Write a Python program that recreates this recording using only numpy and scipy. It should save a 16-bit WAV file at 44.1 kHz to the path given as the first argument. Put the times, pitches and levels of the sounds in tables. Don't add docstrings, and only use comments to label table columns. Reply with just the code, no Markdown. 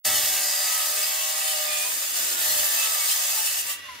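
import sys
import numpy as np
from scipy import signal
from scipy.fft import rfft, irfft
from scipy.io import wavfile

SR = 44100
rng = np.random.default_rng(int(sys.argv[2]) if len(sys.argv) > 2 else 0)


def field_ratio(decibels):
    return 10 ** (np.asarray(decibels, dtype=float) / 20)


def unload_wav(signal):
    wavfile.write(
        sys.argv[1],
        SR,
        np.round(np.clip(np.atleast_2d(signal).T, -1, 1) * 32767).astype(np.int16),
    )


N = 176400
HZ = np.maximum(np.fft.rfftfreq(N, 1 / SR), 1)
TIME = np.arange(N) / SR


def in_time(rows):
    s, *columns = np.transpose(rows)
    return [np.interp(TIME, s, c) for c in columns]


def rms_one(x):
    return x / np.sqrt(np.mean(x ** 2) + 1e-20)


def gain_at(points, column=1):
    p = np.array(points)
    return field_ratio(np.interp(np.log(HZ), np.log(p[:, 0]), p[:, column]))


def shaped(x, gain):
    return irfft(rfft(x) * gain, N)


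def colored_noise(gain):
    return rms_one(shaped(rng.standard_normal((2, N)), gain))


def drift(rate):
    r = np.exp(-128 * np.pi * rate / SR)
    noise = rng.standard_normal(N // 64 + 1502)
    slow = signal.lfilter([1], [1, -2 * r, r * r], noise)[1500:]
    return np.interp(np.arange(N) / 64, np.arange(len(slow)), rms_one(slow))


def resonate(x, hz, width_hz):
    r = np.exp(-np.pi * width_hz / SR)
    peak = (1 - r * r) / 2
    return signal.lfilter([peak, 0, -peak], [1, -2 * r * np.cos(2 * np.pi * hz / SR), r * r], x)


# (time [s], level [dB])
GUST = [(0.06, -51.5), (0.34, -56), (0.39, -67.5), (1.37, -82), (1.42, -78), (1.71, -65), (1.9, -71),
        (2.43, -70), (2.46, -56), (2.66, -60), (2.73, -74), (3.16, -71), (3.23, -63), (3.56, -78),
        (3.58, -66), (4.0, -61)]
# (frequency [Hz], density [dB per Hz])
WIND_TONE = [(25, -40), (55, -8), (85, -1), (120, -12), (190, -10), (280, -26), (420, -55), (900, -100)]


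def wind():
    gust_db, = in_time(GUST)
    return field_ratio(gust_db - 3.0 + 1.3 * drift(4.2)) * colored_noise(gain_at(WIND_TONE))


# (time [s], level [dB])
SHUDDER = [(0.06, -55), (0.41, -56.5), (0.51, -66.5), (1.38, -68.5), (2.01, -58), (2.03, -65),
           (2.16, -55.5), (2.61, -55), (2.7, -59), (2.77, -57), (2.8, -66), (3.3, -76), (3.41, -62),
           (3.55, -82), (3.6, -59), (3.89, -69), (3.96, -62), (4.0, -67)]
# (frequency [Hz], density [dB per Hz])
SHUDDER_TONE = [(110, -28), (220, -6), (290, -2), (370, -5), (480, -2), (600, -8.5), (1200, -90)]


def shudder():
    shudder_db, = in_time(SHUDDER)
    return field_ratio(shudder_db + 1.0 * drift(8.6)) * colored_noise(gain_at(SHUDDER_TONE))


# (frequency [Hz], density [dB per Hz])
FAN_TONE = [(400, -26.5), (1400, -8), (1900, -5.5), (2800, -6.5), (6000, -13), (9000, -24), (11300, -14.5),
            (13600, -28)]


def fan():
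    fan_db, top_hz = -45, 13900
    return field_ratio(fan_db + 0.93 * drift(29)) * colored_noise(gain_at(FAN_TONE) * (HZ < top_hz))


# (time [s], pitch [Hz], level [dB])
WHINE = [
    (3.66, 1160, -62),
    (3.70, 1165, -50),
    (3.79, 1170, -57),
    (3.83, 1130, -55),
    (3.88, 1055, -57),
    (3.925, 995, -44),
    (3.96, 975, -56),
    (4.0, 940, -56),
]


def motor():
    octave_db = -8
    hz, db = in_time(WHINE)
    phase = 2 * np.pi * np.cumsum(hz) / SR
    level = np.sqrt(2) * field_ratio(db + 4.3 * drift(20)) * (TIME > WHINE[0][0])
    mid = np.sin(phase) + field_ratio(octave_db) * np.sin(2 * phase)
    side = 0.66 * np.cos(phase)
    return level * np.array([mid, side])


# (frequency [Hz], level at the lift [dB], t60 [s])
FREE_RING = [(1940, -47.5, 1.5), (2210, -58, 3.0), (2720, -65, .9), (2719, -44.5, 0.65), (2830, -45.5, 1.1),
             (3020, -64, .6), (3500, -51, 1.5), (3960, -53, 1.5), (595, -62.5, 3.0), (954, -54, 0.21)]


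def free_ring():
    freed_s, width_hz = 3.72, 10.4
    air = rng.standard_normal((2, N))
    since = TIME - freed_s
    swell = np.clip(1 + since / 0.14, 0, 1)
    out = 0
    for hz, db, t60 in FREE_RING:
        mode = rms_one(resonate(resonate(air, hz, width_hz), hz, 8 * width_hz))
        out = out + field_ratio(db - 60 * np.maximum(since, 0) / t60) * mode
    return swell * out


# (frequency [Hz], density [dB per Hz])
GRIT_TONE = [(330, -48), (480, -19), (620, -15), (1500, -13), (2500, -4.5), (5000, -4), (9000, -3.5),
             (15500, -6.5)]


def grit(turns):
    flutter_db, wobble = 0.39, 0.1
    flutter = field_ratio(flutter_db * (drift(17) + drift(16.0)))
    return colored_noise(gain_at(GRIT_TONE)) * flutter * (1 + wobble * np.cos(2 * np.pi * turns))


# (multiple of the speed, level [dB])
BUMPS = [(7, -4), (8, 4.5), (9, -1.5), (10, 3.5), (12, 1), (13, -3), (14, 0.5), (16, 4), (17, -6),
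         (18, -11), (19, -4.5), (25, 3.5), (26, 2.5), (29, 9.5), (35, 4.5), (38, 0.5), (46, 5), (59, 3)]
# (time [s], length [s], multiple of the speed,
# level [dB])
SQUEALS = [(0.11, 0.12, 17, 20), (0.6, 0.29, 26, 6), (0.8, 0.41, 17, 18.5), (0.536, 0.3, 65, 13),
           (1.21, 0.36, 29, 3), (1.045, 0.093, 25, 7.5), (1.04, 0.039, 64, 18), (1.211, 0.13, 34, 15),
           (1.24, .38, 14, 13), (1.64, 0.35, 16, 7), (1.66, 1, 10, 5.5), (1.773, 0.36, 32, 25.5),
           (2.5, .08, 48, 22), (2.6, 0.2, 7, 13.5), (2.89, 0.15, 16, 10), (3.0, 0.14, 15, 10),
           (3.02, 0.066, 28, 21.5), (3.4, 0.084, 12, 14.5), (2.8, 0.16, 32, 14), (3.0, 0.12, 33, 11),
           (0.96, 0.16, 6, 19.5), (1.8, 1, 8, 5.5), (0.16, 0.18, 11, 9), (0.093, 0.16, 10, 0),
           (2.76, 0.38, 11, 8.5), (2.3, .5, 3, 18), (2.3, 0.34, 4, 32.5), (1.89, .15, 6, 22),
           (2.9, 0.23, 6, 16.5), (1.9, 0.13, 13, 24), (2.35, 0.18, 16, 18.5), (2.2, 0.16, 17, 23),
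           (2.5, .7, 19, 12), (2.34, 0.44, 20, 9.5), (2.73, .4, 14, 6.5), (3, 0.21, 10, -1.5),
           (3.26, 0.55, 8, -15), (0.78, 0.3, 13, 11.5), (3.12, 0.21, 14, 9), (2.92, 0.16, 10, 3),
           (2.55, .2, 9, 2.5), (3.35, 0.16, 18, 18)]
# (frequency [Hz], gain [dB])
RIM_TONE = [(200, -36), (430, -23.5), (600, -7), (1300, -6), (2500, -3), (4000, 1.5), (5200, -1.5),
            (6000, -35)]


def squeal(multiple):
    db = 0
    for s, length_s, order, peak_db in SQUEALS:
        if round(order) == multiple:
            db = db + peak_db * np.exp(-(2 * (TIME - s) / length_s) ** 4)
    return field_ratio(db)


def rim(turns):
    wander_db = 1.8
    bumps = {round(k): db for k, db in BUMPS}
    step = np.exp(2j * np.pi * turns)
    spin = step ** 2
    out = np.zeros((2, N))
    for k in range(3, 72):
        spin = spin * step
        start = np.exp(2j * np.pi * rng.random(2))
        sings = squeal(k)
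        level = field_ratio(bumps.get(k, 0) + wander_db * drift(4.5))
        out[0] += sings * level * (start[0] * spin).real
        out[1] += sings * np.roll(level, N // 2) * (start[1] * spin).real
    return rms_one(shaped(out, gain_at(RIM_TONE)))


LOW_HZ = [609, 760, 890, 1215, 1300, 1582, 1754, 1935, 2210, 2620, 2880]
HIGH_HZ = [3250, 3490, 3800, 4255, 4590, 4895, 5000, 5330, 5900, 6300, 6700, 6910, 7050, 7200]
GUARD_HZ = [7650, 8150, 8310, 8535, 9330, 10450, 10650, 11330, 11800, 12000, 12250, 13150, 14230, 15120]
# (width [Hz], level [dB])
LOW_SHAPE = [(57, 14.5), (76, 10.5), (120, 6), (121, 11.5), (31, -4), (62.7, 9.5), (73, 13.5), (60.6, 15),
             (19.1, 6), (60, 13.5), (35.3, 14)]
HIGH_SHAPE = [(25, 2.1), (132, 7.4), (201, 3.8), (34.4, 6.2), (88.5, 6.1), (59.5, 11.3), (80, 11.9),
              (44.5, 14), (79, 4.7), (250, 10), (80, 13.3), (40, 9.4), (50, 10.5), (60, 8.4)]
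GUARD_SHAPE = [(250, 9.8), (200, 8.2), (50, 4), (80.5, 12.6), (120, 9.9), (70, 10.3), (89, 3.6), (70, 6.9),
               (150, 11.9), (90, 8.4), (90, 13), (150, 12.7), (200, 14), (220, 12.3)]


def disc(force):
    direct_db, wander_db = 2, 2.5
    steady_below_hz, steady_share = 1400, 0.3
    modes = zip(LOW_HZ + HIGH_HZ + GUARD_HZ, LOW_SHAPE + HIGH_SHAPE + GUARD_SHAPE)
    out = field_ratio(direct_db) * force
    for hz, (width_hz, db) in modes:
        share = steady_share if hz < steady_below_hz else 1
        level = field_ratio(db - 3 + share * wander_db * drift(3.0))
        out += level * resonate(force, hz, width_hz)
    return out


def crowd(force):
    width_hz, level_db, wander_db = 22, 0, 7.0
    spectrum = rfft(force)
    places = np.linspace(2800, 15700, 120) + rng.uniform(-50, 50, 120)
    groups = rng.permuted(places.reshape(20, 6), axis=1).T
    signs = np.resize([1, -1], (20, 1))
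    out = 0
    for group_hz in groups[:, :, None]:
        response = (signs / (1 + 2j * (HZ - group_hz) / width_hz)).sum(axis=0)
        out = out + field_ratio(level_db + wander_db * drift(6.7)) * irfft(spectrum * response, N)
    return out


HOLLOW_HZ = [2420, 2760, 3360, 5500, 6150, 8820, 9900, 10950, 12700, 13700, 14750]


def hollowed(x):
    width_hz, depth, swing = 200, 0.35, 0.6
    for hz in HOLLOW_HZ:
        x = x - np.clip(depth + swing * drift(5.2), 0, 1) * resonate(x, hz, width_hz)
    return x


# (time [s], speed [turns per s])
SPIN = [(.06, 76.7), (.3, 76.1), (.56, 74.9), (.85, 75.0), (1.05, 76.7), (1.22, 77.75), (1.4, 77.3),
        (1.64, 75.9), (1.8, 75.7), (1.94, 79), (2.12, 87), (2.35, 90), (2.5, 88), (2.72, 83.2), (2.9, 81),
        (3.14, 77.5), (3.4, 72.6), (3.5, 70.8)]
# (time [s], rim level re grit [dB])
SEATING = [
    (.06, -8),
    (1.86, -8),
    (1.93, -20),
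    (2.1, -17),
    (2.42, -14),
    (2.55, -11),
    (3.0, -10),
    (3.42, -11),
    (3.5, -28),
]
# (time [s], level [dB])
BITE = [(0.06, -25.5), (0.12, -26.5), (0.59, -26.5), (0.68, -27), (1.03, -27), (1.07, -28.5), (1.97, -29),
        (2.05, -29), (2.13, -30.5), (2.17, -26), (2.36, -29), (2.41, -25), (3.46, -27), (3.51, -28.5),
        (3.59, -28), (3.65, -34.5), (3.71, -29.5), (3.8, -55)]


def cut():
    lift_db_per_s = -600
    (speed,), (rim_db,), (bite_db,) = in_time(SPIN), in_time(SEATING), in_time(BITE)
    turns = np.cumsum(speed) / SR
    bite_db = bite_db + lift_db_per_s * np.maximum(TIME - BITE[-1][0], 0)
    force = field_ratio(bite_db + 0.5) * (grit(turns) + field_ratio(rim_db) * rim(turns))
    sound = hollowed(disc(force) + crowd(force))
    return rms_one(sound) * np.std(force)


# (frequency [Hz], settled [dB], at the start [dB])
WIDTH = [(60, -5, -15), (400, -1, -12), (1720, 1.5, -7.5), (2200, -6, -59), (2800, 1, -13), (3520, -3, -8),
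         (4870, -9.5, -30), (5010, 0, -1)]


def scene():
    widen_s = 0.91
    mid, side = wind() + shudder() + fan() + motor() + free_ring() + cut()
    narrow = np.exp(-(TIME / widen_s) ** 2)
    at_start = shaped(side, gain_at(WIDTH, column=2))
    settled = shaped(side, gain_at(WIDTH))
    side = narrow * at_start + (1 - narrow) * settled
    return np.array([mid + side, mid - side])


def band_limit(x):
    return signal.sosfilt(signal.butter(12, 16840, fs=SR, output="sos"), x)


def record(dry):
    start_s, fade_s, cutoff_hz = 0.05, 0.0041, 15720
    settle_db, settle_s = 4, 0.2
    gate = 1 / (1 + np.exp(np.clip((start_s - TIME) / fade_s * 2, -50, 50)))
    gain = field_ratio(settle_db * np.exp(-TIME / settle_s))
    mix = shaped(dry * (gate * gain), HZ < cutoff_hz)
    return band_limit(mix)


dry = scene()
out = record(dry)
unload_wav(out)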